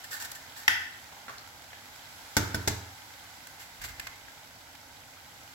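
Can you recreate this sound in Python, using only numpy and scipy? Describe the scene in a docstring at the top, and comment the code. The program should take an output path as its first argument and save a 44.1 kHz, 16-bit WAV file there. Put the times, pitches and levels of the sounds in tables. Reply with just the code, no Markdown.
"""An egg is knocked three times on a stone counter and pulled apart over a skillet in a tiled kitchen.
Its brittle shell fractures in bursts of tiny snaps, and each blow thumps the counter and its cabinet.
Before that, an emptied shell crackles in the fingers and is dropped, ringing like a small cup, and the
egg is lifted from a plastic basket with light taps. Throughout, bursting bubbles make gravy sizzle
softly over the low flutter of a gas flame."""
import sys
import numpy as np
from scipy import signal
from scipy.fft import rfft, irfft, next_fast_len
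from scipy.io import wavfile

SR = 44100
rng = np.random.default_rng(int(sys.argv[2]) if len(sys.argv) > 2 else 0)


def dump_mix(stems):
    """Bounce the given channels to the path in sys.argv[1] as a 16-bit WAV at rate SR."""
    frames = np.atleast_2d(stems).T  # one column per channel
    limited = np.clip(frames, -1, 1)  # hard clip at full scale
    pcm = np.round(limited * 32767).astype(np.int16)
    wavfile.write(sys.argv[1], SR, pcm)


N = 244387
TIME = np.arange(N) / SR

# The empty shell lands. Each row: start in seconds, level in dB, thump in dB.
SHELL_DROPS = [(.679, 5.5, -18)]
# The egg hits the counter. Each row: start in seconds, crack in dB, thump in dB, egg's pitch in Hz.
EGG_KNOCKS = [(2.3675, 4.5, 2, 1523), (2.5445, -5.5, -2, 1520), (2.6748, 3.5, 0.5, 664)]


def from_db(db):
    """Amplitude grows tenfold with every 20 dB."""
    return 10 ** (np.asarray(db) / 20)


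def unit_rms(x):
    """Normalisation to a mean power of 1."""
    return x / np.sqrt(np.mean(x ** 2) + 1e-20)


def unit_energy(x):
    """Normalisation to the energy of a unit impulse."""
    return x / np.sqrt(np.sum(x ** 2) + 1e-20)


def at_hz(points, hz):
    """Interpolation on a logarithmic frequency axis."""
    frequencies, values = np.transpose(points)
    return np.interp(np.log(np.maximum(hz, 1)), np.log(frequencies), values)


def add(track, start_s, sound):
    """Superposition: a short sound sums into a track."""
    i = max(int(round(start_s * SR)), 0)
    track[..., i:i + sound.shape[-1]] += sound[..., :N - i]


def pan(db):
    """Level difference between the channels; positive favours the left."""
    return from_db(np.array([[db], [-db]]) / 2)


def coloured(x, spectrum, size=8192):
    """Minimum-phase filtering: folding the cepstrum gives a causal response with this spectrum."""
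    gain = from_db(at_hz(spectrum, np.fft.rfftfreq(size, 1 / SR)))
    cepstrum = irfft(np.log(gain))
    fold = np.r_[1, np.full(size // 2 - 1, 2), 1, np.zeros(size // 2 - 1)]
    response = irfft(np.exp(rfft(cepstrum * fold)))
    return np.apply_along_axis(lambda v: signal.fftconvolve(v, response)[:len(v)], -1, x)


def ring(x, hz, t60):
    """Damped resonance: one mode, falling 60 dB in t60 seconds and radiating no bass."""
    radius, angle = from_db(-60 / (t60 * SR)), 2 * np.pi * hz / SR
    return signal.lfilter([.5, 0, -.5], [1, -2 * radius * np.cos(angle), radius * radius], x + 1e-18)


def mode_cluster(x, hz, t60):
    """Modal vibration of a curved shell: a main mode and two weaker neighbours."""
    return unit_energy(ring(x, hz, t60) + 0.22 * ring(x, hz * 0.85, t60) + 0.25 * ring(x, hz * 1.12, t60))


def diffuse(pair):
    """A diffuse field is coherent at two nearby points in the bass and incoherent in the treble."""
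    # Likeness of left and right. Each row: frequency in Hz, correlation.
    coherence = [(100, 0.91), (350, 0.77), (700, 0.75), (1100, 0.066), (1800, -0.074), (2800, -0.0072),
                 (5000, -0.024), (16000, 0.042)]
    size = pair.shape[1]
    fft_size = next_fast_len(size + SR // 20)
    alike = at_hz(coherence, np.fft.rfftfreq(fft_size, 1 / SR))
    mid, side = rfft(pair, fft_size) * np.sqrt([(1 + alike) / 2, (1 - alike) / 2])
    return irfft(np.array([mid + side, mid - side]), fft_size)[:, :size]


def clicks(per_s, spread_db, size):
    """A Poisson process: random impulses of either sign, a few much larger than the rest."""
    born = rng.random(size) < per_s / SR
    return born * rng.choice([-1, 1], size) * from_db(spread_db * np.minimum(rng.exponential(1, size), 4))


def snap_burst(envelope, per_s, spread_db):
    """Acoustic emission: tiny snaps under an envelope, radiating differently to left and right."""
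    snaps = np.array([clicks(per_s, spread_db, len(envelope)) for _ in range(2)]) * envelope
    return np.sqrt(2) * unit_energy(diffuse(snaps))


def kitchen_response(early_db, tail_db, early_s=0.0013, build_s=0.0067):
    """Early reflections from counter, pan and tiles precede reverberation that decays band by band."""
    # The kitchen's decay. Each row: frequency in Hz, reverberation time in seconds.
    reverb_times = [(200, 0.41), (900, 0.62), (1800, 0.62), (5000, 0.51), (8000, 0.44), (15000, 0.36)]
    t, hz = TIME[:SR], np.fft.rfftfreq(SR, 1 / SR)
    white = rfft(rng.standard_normal((2, SR)))
    edges_hz = np.geomspace(150, 20000, 16)
    tail = np.zeros((2, SR))
    for low, high in zip(edges_hz, edges_hz[1:]):
        band = irfft(white * ((hz >= low) & (hz < high)), SR)
        tail += band * from_db(-60 * t / at_hz(reverb_times, np.sqrt(low * high)))
    tail = unit_energy(tail * (1 - np.exp(-t / build_s)))
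    early = unit_energy(rng.standard_normal((2, SR)) * t * np.exp(-t / early_s))
    return diffuse(from_db(early_db) * early + from_db(tail_db) * tail)


def in_kitchen(x, early_db, tail_db, lag_ms=0):
    """Direct sound plus reflections; a path difference delays the direct sound on the right."""
    pair = x * np.ones((2, 1))
    direct = np.array([pair[0], np.roll(pair[1], round(lag_ms * SR / 1000))])
    return direct + signal.fftconvolve(pair, kitchen_response(early_db, tail_db), axes=1)[:, :N]


def gas_flame():
    """Combustion noise: the fluttering flame radiates a low rumble."""
    # Spectrum of the flame. Each row: frequency in Hz, relative level in dB.
    flame_spectrum = [(20, 9.5), (40, -9.5), (70, -1.5), (100, 2), (150, -5.5), (210, -9.5), (270, -3.5),
                      (380, -15), (700, -6), (3000, -52)]
    return unit_rms(coloured(diffuse(rng.standard_normal((2, N))), flame_spectrum))


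def air_puff(start_s=3.785, attack_s=0.02, decay_s=0.18, band_hz=(10.2, 75.5)):
    """Air displaced as the egg opens makes a soft swell of deep noise."""
    band = signal.butter(2, band_hz, "band", fs=SR, output="sos")
    age = np.maximum(TIME - start_s, 0)
    envelope = (1 - np.exp(-age / attack_s)) * np.exp(-age / decay_s)
    return envelope * unit_rms(signal.sosfilt(band, rng.standard_normal(N)))


def bubbles(per_s=260, spread_db=2, cycles=13, sizes=20):
    """Bubble resonance: each bursts at random and rings briefly at a pitch set by its size."""
    voices = (ring(clicks(per_s / sizes, spread_db, N), hz, cycles / hz)
              for hz in np.geomspace(600, 6500, sizes))
    return unit_rms(sum(unit_rms(voice) for voice in voices))


def gravy_sizzle(hiss_db=5.5, pops_db=-5.5, spits_db=-8.5):
    """Countless bursts sum incoherently to a hiss; single bubbles and spits of fat stand out a little."""
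    # Spectrum of hiss and spits. Each row: frequency in Hz, relative level in dB.
    sizzle_spectrum = [(250, -12), (430, -8), (620, -6.5), (830, 10.5), (1200, 0), (1530, 9), (1750, 2),
                       (2050, 6.5), (2500, -0.5), (3300, 0), (4500, 0), (7000, -4), (11000, 5),
                       (16000, -2.5)]
    # Vigour of the simmer. Each row: time in seconds, level in dB.
    simmer = [(0.0, -53), (1.62, -56), (2.41, -52), (2.59, -52), (2.78, -54.5), (3.13, -54), (4.86, -57),
              (5.54, -55.5)]
    hiss = unit_rms(coloured(diffuse(rng.standard_normal((2, N))), sizzle_spectrum))
    pops = unit_rms(in_kitchen(bubbles(), early_db=10, tail_db=4))
    spits = in_kitchen(clicks(per_s=45, spread_db=5, size=N), early_db=6, tail_db=2)
    spits = unit_rms(coloured(spits, sizzle_spectrum))
    vigour = from_db(np.interp(TIME, *np.transpose(simmer)))
    return vigour * (from_db(hiss_db) * hiss + from_db(pops_db) * pops + from_db(spits_db) * spits)


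def light_touches(scuff_s=0.012, cycles=30, clunk_db=-6, clunk_low_hz=200):
    """Impact and friction: a tap and scuff ring modes over a dull clunk; higher modes die sooner."""
    # Touches of egg, basket and shell. Each row: start in seconds, relative level in dB, pitch in Hz.
    touches = [(1.125, -22, 930), (1.168, -25, 790), (1.282, -11.5, 1330), (1.295, -13, 1180),
               (1.382, -21, 4360), (1.731, -20, 1730), (3.845, -21.5, 1220), (4.068, -20.5, 1074),
               (4.283, -21.5, 1580)]
    out, t = np.zeros(N), TIME[:SR // 8]
    for start, db, hz in touches:
        scuff = unit_energy(rng.standard_normal(len(t)) * np.exp(-t / scuff_s))
        contact = (t == 0) + scuff
        band = signal.butter(2, [clunk_low_hz, hz], "band", fs=SR, output="sos")
        clunk = from_db(clunk_db) * unit_energy(signal.sosfilt(band, contact))
        add(out, start, from_db(db) * (mode_cluster(contact, hz, cycles / hz) + clunk))
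    return out


def counter_thumps(contact_s=0.00045, softening=0.78):
    """Force pulses drive the slab's modes; each dent lengthens the contact and so dulls the blow."""
    # Modes of counter, cabinet and room. Each row: frequency in Hz, gain in dB, t60 in seconds.
    modes = [(58.6, -40, 0.35), (85.74, -32, 0.69), (105.5, -29.5, 0.63), (135.7, -32.5, 0.32),
             (181, -36, 0.1), (220, -30.5, 0.068), (267, -26.5, 0.1), (371, -43.5, 0.1), (420, -59, 0.052),
             (925, -23, 0.023), (970, -57, 0.021), (1410, -22, 0.045)]
    blows, t = np.zeros(N), TIME[:SR // 50]
    for hits in (EGG_KNOCKS, SHELL_DROPS):
        for dents, (start, _, thump_db, *_) in enumerate(hits):
            force = np.exp(-t / (contact_s * (1 + softening * dents)))
            add(blows, start, from_db(thump_db) * force / force.sum())
    return sum(from_db(db) * ring(blows, hz, t60) for hz, db, t60 in modes)


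def shell_crunches(snap_s=0.0045, swell=0.12, hollow_t60=0.026):
    """Cracks spread under the fingers in bursts of snaps that excite the shell's cavity resonance."""
    # The shell crumbles. Each row: start in seconds, level in dB, length in seconds.
    crumbles = [(0.037, -19, 0.017), (0.105, -8, 0.064), (0.196, -11, 0.041), (0.242, -13, 0.021),
                (0.347, -17.5, 0.021), (0.557, -15, 0.072), (3.591, -18.5, 0.05), (3.812, -17.5, 0.022),
                (3.835, -11.5, 0.026), (3.878, -20, 0.028)]
    # A piece snaps off at once. Each row: start in seconds, level in dB, extra ring in dB.
    breaks = [(0.222, -13.5, -12), (0.315, -14, -25), (3.469, -22.5, -6), (3.9964, -16.5, 6.5),
              (4.0688, -20, 8)]
    # Spectrum of the crunch. Each row: frequency in Hz, gain in dB.
    crunch_spectrum = [(50, -43), (400, -10.5), (900, -4), (1500, 1), (2000, -3), (2500, -5.5), (4200, 0),
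                       (7000, -1), (11000, 6), (16000, 1)]
    empty_shell, opening_egg = (1800, -3), (2080, 2.2)   # each hollow's pitch in Hz and ring in dB
    out, t = np.zeros((2, N)), TIME[:SR // 4]
    slow = [(start, db, length, 0) for start, db, length in crumbles]
    quick = [(start, db, snap_s, ring_db) for start, db, ring_db in breaks]
    for start, db, length, ring_db in slow + quick:
        hz, hollow_db = empty_shell if start < SHELL_DROPS[0][0] else opening_egg
        envelope = (1 - np.exp(-t / (swell * length))) * np.exp(-(t / length) ** 2)
        snaps = snap_burst(envelope, per_s=4500, spread_db=3)
        hollow = from_db(ring_db + hollow_db) * mode_cluster(snaps, hz, hollow_t60)
        add(out, start, from_db(db) * (snaps + hollow))
    return coloured(out, crunch_spectrum)


def dropped_shell(chatter_s=0.0038):
    """Impact on stone: the rim chatters and the cup rings, neighbouring modes in opposite phase."""
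    # Modes of the empty shell. Each row: frequency in Hz, gain in dB, t60 in seconds.
    modes = [(1520, -20.5, 0.017), (1793, -21, 0.033), (1970, -17, 0.016), (2750, -31.5, .015),
             (3320, -28.5, 0.016)]
    # Spectrum of the chatter. Each row: frequency in Hz, gain in dB.
    chatter_spectrum = [(30, -44), (200, -20), (500, -19), (850, -1), (1200, -2.5), (1550, 8), (2050, -1),
                        (2450, -1.5), (3200, 2.5), (4100, -6), (5200, 0), (7500, -11), (11000, -0.5),
                        (16000, -9)]
    blow, rim, t = np.zeros(N), np.zeros((2, N)), TIME[:SR // 8]
    for start, db, _ in SHELL_DROPS:
        add(blow, start, from_db([db]))
        add(rim, start, from_db(db) * snap_burst(np.exp(-t / chatter_s), per_s=18000, spread_db=4))
    cup = sum((-1) ** k * from_db(db) * ring(blow, hz, t60) for k, (hz, db, t60) in enumerate(modes))
    return coloured(rim, chatter_spectrum) + cup


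def egg_knocks(first_snap_db=1, give_s=0.00046, crumble_s=0.0091):
    """Brittle fracture: the first knock snaps the intact shell; later ones only crumble the dent."""
    # Spectrum of the crack. Each row: frequency in Hz, gain in dB.
    crack_spectrum = [(30, -50), (120, 5), (330, 4.5), (520, 4.5), (900, 4), (1600, 3.5), (2100, 3),
                      (2700, -3.5), (3600, -1), (5300, 0.5), (7300, -1), (11000, 3.5), (16000, -3.5)]
    ring_db, dent_loss_db, egg_t60 = -7, 3.5, 0.026   # the full egg rings dully, less with every dent
    cracks, t = np.zeros((2, N)), TIME[:SR // 6]
    impulse = 1. * (t == 0)
    envelope = (1 - np.exp(-t / give_s)) * np.exp(-t / crumble_s)
    add(cracks, EGG_KNOCKS[0][0], from_db(first_snap_db) * impulse)
    for dents, (start, crack_db, _, hz) in enumerate(EGG_KNOCKS):
        crumble = from_db(crack_db) * snap_burst(envelope, per_s=7400, spread_db=1)
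        egg = from_db(ring_db - dent_loss_db * dents) * mode_cluster(impulse, hz, egg_t60)
        add(cracks, start, crumble + egg)
    return coloured(cracks, crack_spectrum)


def scene():
    """Time and level cues: the counter is heard first on the left, the stove louder on the right."""
    crunches = in_kitchen(shell_crunches(), early_db=4.5, tail_db=-2, lag_ms=0.03) * pan(-0.18)
    touches = in_kitchen(light_touches(), early_db=4, tail_db=0, lag_ms=0.1) * from_db(-4.5)
    drop = in_kitchen(dropped_shell(), early_db=5, tail_db=2, lag_ms=0.2) * pan(-0.22)
    knocks = in_kitchen(egg_knocks(), early_db=2.5, tail_db=-3.5, lag_ms=0.22) * pan(0.13)
    thumps = in_kitchen(counter_thumps(), early_db=-13, tail_db=4, lag_ms=0.2) * pan(-2.2)
    gravy = gravy_sizzle() * pan(-1.86)
    rumble = (from_db(-56.5) * gas_flame() + from_db(-46) * air_puff()) * pan(-4.5)
    return rumble + gravy + touches + thumps + crunches + drop + knocks


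def record(dry, cutoff_hz=15900):
    """Band limiting: the microphone loses the deepest bass and notches the treble; the top is cut."""
    # The microphone's response. Each row: frequency in Hz, gain in dB.
    microphone = [(15, -47), (25, -17), (38, -1.5), (7800, 3.5), (8400, -8), (9700, -9), (11500, -6.5),
                  (16000, -4)]
    low_pass = signal.ellip(14, .1, 110, cutoff_hz, fs=SR, output="sos")
    return signal.sosfilt(low_pass, coloured(dry, microphone))


dry = scene()
out = record(dry)
dump_mix(out)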